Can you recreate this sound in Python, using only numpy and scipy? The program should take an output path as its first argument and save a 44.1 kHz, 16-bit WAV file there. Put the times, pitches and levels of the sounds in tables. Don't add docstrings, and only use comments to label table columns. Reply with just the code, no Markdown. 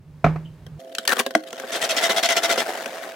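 import sys
import numpy as np
from scipy import signal
from scipy.fft import rfft, irfft, next_fast_len
from scipy.io import wavfile
from scipy.ndimage import uniform_filter1d, map_coordinates

SR = 44100
rng = np.random.default_rng(int(sys.argv[2]) if len(sys.argv) > 2 else 0)


def unload_audio(sound):
    columns = np.transpose(np.atleast_2d(sound))
    steps = np.round(np.clip(columns, -1, 1) * 32767)
    wavfile.write(sys.argv[1], SR, steps.astype(np.int16))


N = 138915

CHANGE_S = .787

# start in seconds, length in seconds, level in dB.
BASKET_RUBS = [(1.717, 0.054, -30), (1.812, 0.04, -25.5), (1.889, 0.029, -24.5), (1.962, 0.028, -24.5),
               (2.021, 0.042, -23.5), (2.093, 0.025, -24.5), (2.16, 0.027, -24.5), (2.227, 0.032, -23.5),
               (2.285, 0.044, -25), (2.361, 0.019, -22), (2.428, 0.029, -23.5), (2.491, 0.036, -24),
               (2.575, 0.031, -27.5)]
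# frequency in Hz, relative level in dB.
RUB_COLOUR = [(200, -5), (500, 0), (1050, -4.5), (3300, 3), (4500, -2.5), (6000, -1), (15500, -20.5)]
# time in seconds, rate in Hz, level over the scraping in dB.
CHATTER_GROWTH = [(1.702, 621.5, -4.5), (2.03, 683.1, 3)]
# frequency in Hz, width in Hz, relative level in dB.
BOWL_RESONANCES = [(683, 68, -1), (1433, 73, -7), (2050, 98, -5.5), (3220, 110, -5.5), (3685, 59, -3.5),
                   (4310, 26, -6.5), (5350, 630, -15)]
RUB_ATTACK_S, RUB_T60 = 0.0056, 0.065
CHATTER_SAG_PER_S = 1.1
RUB_DETUNE = 0.033
SQUEAK_FROM_HZ, SQUEAK_TO_HZ, SQUEAK_DB = 3700, 2990, -11.5

# time in seconds, level in dB.
WHIR_LEVEL = [(1.45, -54.5), (1.75, -31), (2.65, -29), (3.15, -40)]
# frequency in Hz, relative level in dB.
WHIR_COLOUR = [(200, -7), (690, 8.5), (1000, -2.5), (1600, -1.5), (2400, -6), (15500, -24)]
FLUTTER_PER_S, FLUTTER_DB = 36, 2.1

# start in seconds, crack level in dB, thud level in dB.
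PLASTIC_CLICKS = [(0.665, -38.5, -41.5), (.950, -21, -58), (0.9838, -14.5, -28), (1.052, -24, -36),
                  (1.0763, -7.5, -31), (1.0927, -17, -27), (1.1205, -13, -19), (1.129, -21, -26),
                  (1.1672, -21.5, -23), (1.192, -12.5, -23), (1.1961, -10.5, -15), (1.2633, -18, -18),
                  (1.307, -29.5, -30.5), (1.3508, -12.5, -16.5), (1.529, -27.5, -27), (1.5985, -26.5, -29),
                  (1.636, -55, -26), (2.095, -22, -16), (2.577, -19.5, -15), (2.859, -22, -24.5)]
# frequency in Hz, relative level in dB.
CRACK_COLOUR = [(200, -34), (1700, 9.5), (2400, 2), (3200, 9.5), (4500, 1.5), (7500, -3), (16000, -13.5)]
CRACK_T60, CRACK_TAIL_DB, CRACK_TAIL_T60 = 0.017, -18, 0.084
# frequency in Hz, relative level in dB, T60 in seconds.
BOWL_MODES = [(244, -5.5, 0.079), (412, -5, 0.07), (519.3, 4, 0.047), (660, 4.5, 0.022),
              (1068, -5.5, 0.031), (1547, -3, 0.043)]
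SEAT_S, SEAT_DB = 1.3505, 1.5
# frequency in Hz, relative level in dB, T60 in seconds.
LID_MODES = [(228, -20, .09), (314, -15.5, .14), (672, -2.5, .036), (1080, -10, .016), (1600, -6, .012),
             (2020, -5, .013)]
RISE_CYCLES = 1
# time in seconds, level in dB.
SCRAPE_LEVEL = [(1.07, -78), (1.082, -28), (1.132, -21), (1.15, -47), (1.21, -21.5), (1.25, -106)]
# frequency in Hz, relative level in dB.
SCRAPE_COLOUR = [(200, -8.5), (500, 0), (1700, -6), (15000, -19)]
# time in seconds, frequency in Hz.
SLIDE_PITCH = [(1.078, 1955), (1.134, 1462), (1.199, 1023)]

# time in seconds, level in dB.
RATTLE_LEVEL = [(.8, -57.5), (2.0, -41), (3.15, -54.5)]
RATTLE_PER_S, RATTLE_SCATTER_DB = 130, 4.5

# time in seconds, level in dB.
SINK_LEVEL = [(0, -48), (.23, -42.5), (.28, -36.5), (.5, -41.5)]
# frequency in Hz, relative level in dB.
SINK_RUMBLE = [(30, -24), (52, -6), (122, -6), (153, 6), (190, -14.5), (1000, -30.5), (3000, -41),
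               (14000, -54)]
# start in seconds, ring level in dB, level of the noise splash in dB.
SINK_BLOWS = [(0.2426, -11, -11), (.263, -18, -22.5), (.358, -33, -30)]
# frequency in Hz, relative level in dB, T60 in seconds.
SINK_MODES = [(157.7, -0.5, 0.38), (701, 11, 0.037), (1298, 1.5, 0.035), (2340, -12.5, 0.056)]
# frequency in Hz, relative level in dB.
SINK_NOISE = [(80, 9.5), (400, 5), (1300, -3), (2300, -10), (3200, -22.5), (6500, -31.5), (9000, -44.5)]
# start in seconds, frequency in Hz, starting level in dB.
DRIPS = [(.449, 3010, -53)]

# frequency in Hz, average level in dB.
FAN_TONES = [(528, -47.5), (660, -45.5), (699, -53.5)]
FAN_AIR_DB = -48
# frequency in Hz, relative level in dB.
FAN_AIR = [(200, -1.5), (700, 0.5), (950, -19), (15000, -33)]

# frequency in Hz, left minus right in dB.
BALANCE = [(850, -1.5), (1800, 9.5), (3500, -1), (14000, 4)]
# frequency in Hz, relative side level in dB.
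SPREAD = [(150, -24), (310, -19), (600, -13), (1700, -2.5), (8000, 0.5)]
ROOM_DB, ROOM_T60 = -17.5, 0.16
LOW_CUT_HZ, TOP_HZ = 205, 16100


def rubs():
    out, t = np.zeros(N), np.arange(SR // 6) / SR
    scraping = patchy(grit(RUB_COLOUR, grain_db=4, rate=900), depth_db=4.5)
    when, rates, strengths = np.transpose(CHATTER_GROWTH)
    for s, length, db in BASKET_RUBS:
        hz = np.interp(s, when, rates)
        chatter_db = np.interp(s, when, strengths)
        fade_db = -60 * np.maximum(t - length, 0) / RUB_T60
        press = np.clip(t / RUB_ATTACK_S, 0, 1) * amp(db + fade_db)

        sag = CHATTER_SAG_PER_S * (np.minimum(t, length) - length / 2)
        cycles = np.cumsum(hz * (1 - sag)) / SR
        size = rng.standard_normal(160)
        number = np.arange(len(size))
        times = np.interp(number, cycles, t)
        strength = amp(2 * size) * (number < cycles[-1])
        pulses = np.histogram(times, len(t), (0, t[-1]), weights=strength)[0]
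        friction = unit(pulses) + amp(1.5) * rng.standard_normal(len(t))

        shift = 1 + RUB_DETUNE * rng.uniform(-1.1, 1)
        resonances = np.multiply(BOWL_RESONANCES, [shift, 1, 1])
        bowl = as_loud_as(resonate(press * friction, resonances), press)
        rim = squeak(np.interp(t, [0, length], [SQUEAK_FROM_HZ, SQUEAK_TO_HZ]), width_hz=130)
        rubbing = scraping[round(s * SR):][:len(t)] + amp(SQUEAK_DB) * rim
        add(out, s, press * rubbing + amp(chatter_db) * bowl)
    return out


def whir():
    flutter = amp(FLUTTER_DB * wobble(FLUTTER_PER_S))
    turning = patchy(grit(WHIR_COLOUR, grain_db=3.5, rate=400), depth_db=2)
    return level(WHIR_LEVEL) * flutter * turning * (clock() > WHIR_LEVEL[0][0])


def plastic():
    pitch = np.interp(clock(), *np.transpose(SLIDE_PITCH))
    slide = grit(SCRAPE_COLOUR, grain_db=7, rate=600) + amp(-1.5) * squeak(pitch, width_hz=140)
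    out = level(SCRAPE_LEVEL) * slide * (clock() > SCRAPE_LEVEL[0][0])

    t = np.arange(SR // 4) / SR
    fall = amp(-60 * t / CRACK_T60) + amp(CRACK_TAIL_DB - 60 * t / CRACK_TAIL_T60)
    fall = fall * (1 - np.exp(-t / 0.00059))
    for s, crack_db, thud_db in PLASTIC_CLICKS:
        crack = as_loud_as(fall * patchy(noise(CRACK_COLOUR, size=len(t)), depth_db=4), fall)
        thud = ring(BOWL_MODES, t, detune=0.044, rise=RISE_CYCLES)
        add(out, s, amp(crack_db) * crack + amp(thud_db) * thud)
    add(out, SEAT_S, amp(SEAT_DB) * ring(LID_MODES, t, detune=0, rise=RISE_CYCLES))
    return out


def rattle():
    scatter = amp(RATTLE_SCATTER_DB * np.clip(rng.standard_normal(N), -2, 2))
    hits = (rng.random(N) < RATTLE_PER_S / SR) * scatter
    ticks = signal.lfilter([1], [1, -amp(-60 / (CRACK_T60 * SR))], hits)
    return level(RATTLE_LEVEL) * patchy(ticks * noise(CRACK_COLOUR), depth_db=5)


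def sink():
    out, t = level(SINK_LEVEL) * noise(SINK_RUMBLE), np.arange(SR // 2) / SR
    fall = amp(-60 * t / 0.039) + amp(-8 - 60 * t / 0.26)
    fall = fall * (1 - np.exp(-t / 0.00058))
    for s, ring_db, noise_db in SINK_BLOWS:
        burst = noise(SINK_NOISE, size=len(t)) * fall
        boom = ring(SINK_MODES, t, detune=0, rise=1.6)
        add(out, s, amp(ring_db) * boom + amp(noise_db) * burst)
    for s, hz, db in DRIPS:
        hiss = rng.standard_normal(len(t))
        plink = unit(filtered(hiss, lambda f: 1 / (1 + ((f - hz) / 170) ** 2)))
        add(out, s, amp(db - 60 * t / 0.22) * plink)
    return out


def fan():
    out = amp(FAN_AIR_DB) * noise(FAN_AIR)
    for hz, db in FAN_TONES:
        phase = 2 * np.pi * hz * clock() + .4 * wobble(14)
        out += amp(db + 1.2 * wobble(9)) * np.sqrt(2) * np.sin(phase)
    return out


def kitchen(x):
    z = signal.stft(x, nperseg=256)[2]
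    scattered = signal.istft(z * np.exp(2j * np.pi * rng.random(z.shape)), nperseg=256)[1][:N]
    power = lambda v: np.abs(uniform_filter1d(v ** 2, size=96)) + 1e-14
    scattered = scattered * np.sqrt(power(x) / power(scattered))
    side = filtered(scattered, lambda hz: amp(along(SPREAD, hz) - 3))

    tail = rng.standard_normal((2, SR // 2)) * amp(-60 * clock()[:SR // 2] / ROOM_T60)
    tail = tail / np.linalg.norm(tail[0])
    delayed = np.pad(x, (300, 0))[None]
    wet = signal.fftconvolve(delayed, tail, axes=1)[:, :N]
    return np.array([x + side, x - side]) + amp(ROOM_DB) * wet


def ring(modes, t, detune, rise):
    out = 0
    for (hz, db, t60), bend in zip(modes, rng.standard_normal(len(modes))):
        envelope = amp(db - 60 * t / t60) * (1 - np.exp(-t * hz / rise))
        out = out + envelope * np.sin(2 * np.pi * hz * (1 + detune * bend) * t)
    return out


def grit(colour, grain_db, rate):
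    grains = rng.standard_normal(N) * amp(grain_db * np.clip(wobble(rate), -2, 2))
    return unit(filtered(grains, lambda hz: amp(along(colour, hz))))


def patchy(x, depth_db):
    z = signal.stft(x, nperseg=512)[2]
    field = uniform_filter1d(rng.standard_normal(z.shape), size=3, axis=0)
    field = uniform_filter1d(field, size=4, axis=1)
    gain = amp(depth_db * np.clip(unit(field), -2, 2))
    return unit(signal.istft(z * gain, nperseg=512)[1][:len(x)])


def squeak(hz, width_hz):
    drift = filtered(rng.standard_normal((2, len(hz))), lambda f: 1 / (1 + (f / width_hz) ** 2))
    phase = 2 * np.pi * np.cumsum(hz) / SR
    return unit(drift[0] * np.sin(phase) + drift[1] * np.cos(phase))


def resonate(x, resonances):
    def response(f):
        total = 0
        for k, (centre, width, db) in enumerate(resonances):
            damping = 1j * f * width
            band = damping / (centre * centre - f * f + damping)
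            total = total + (-1) ** k * amp(db) * band
        return total
    return filtered(x, response)


def noise(colour, size=N):
    return unit(filtered(rng.standard_normal(size), lambda hz: amp(along(colour, hz))))


def filtered(x, response):
    n = x.shape[-1]
    m = next_fast_len(n + 4096)
    return irfft(rfft(x, m) * response(np.fft.rfftfreq(m, 1 / SR)), m)[..., :n]


def wobble(rate):
    return map_coordinates(rng.standard_normal(4096), [clock() * rate], mode="wrap")


def level(rows):
    return amp(np.interp(clock(), *np.transpose(rows)))


def along(points, hz):
    f, v = np.transpose(points)
    return np.interp(np.log(hz + 1), np.log(f + 1), v)


def as_loud_as(x, envelope):
    return unit(x) * np.sqrt(np.mean(envelope ** 2))


def unit(x):
    return x / np.sqrt(np.mean(x ** 2) + 1e-20)


def amp(db):
    return 10 ** (np.asarray(db) / 20)


def clock():
    return np.arange(N) / SR


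def add(track, s, sound):
    part = track[round(s * SR):][:len(sound)]
    part += sound[:len(part)]


def scene():
    after = np.clip((clock() - CHANGE_S) / 0.0048, 0, 1)
    spinner = kitchen(plastic() + rubs() + whir() + after * (rattle() + fan()))
    spinner = filtered(spinner, lambda hz: amp(np.outer([.5, -.5], along(BALANCE, hz))))
    low_cut = signal.butter(3, LOW_CUT_HZ, "high", fs=SR, output="sos")
    spinner = signal.sosfilt(low_cut, spinner)

    lean = lambda hz: amp(np.outer([.5, -.5], -3 / (1 + (hz / 400) ** 2)))
    basin = filtered((1 - after) * sink(), lean)
    side = filtered(np.pad(basin[0], (90, 0))[:N], lambda hz: amp(along(SPREAD, hz) - 4))
    return spinner + basin + np.array([side, -side])


def record(dry):
    rounded = dry / (1 + np.abs(dry / .95) ** 6) ** (1 / 6)
    return filtered(rounded, lambda hz: 1 / np.sqrt(1 + (hz / TOP_HZ) ** 160))


dry = scene()
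out = record(dry)
unload_audio(out)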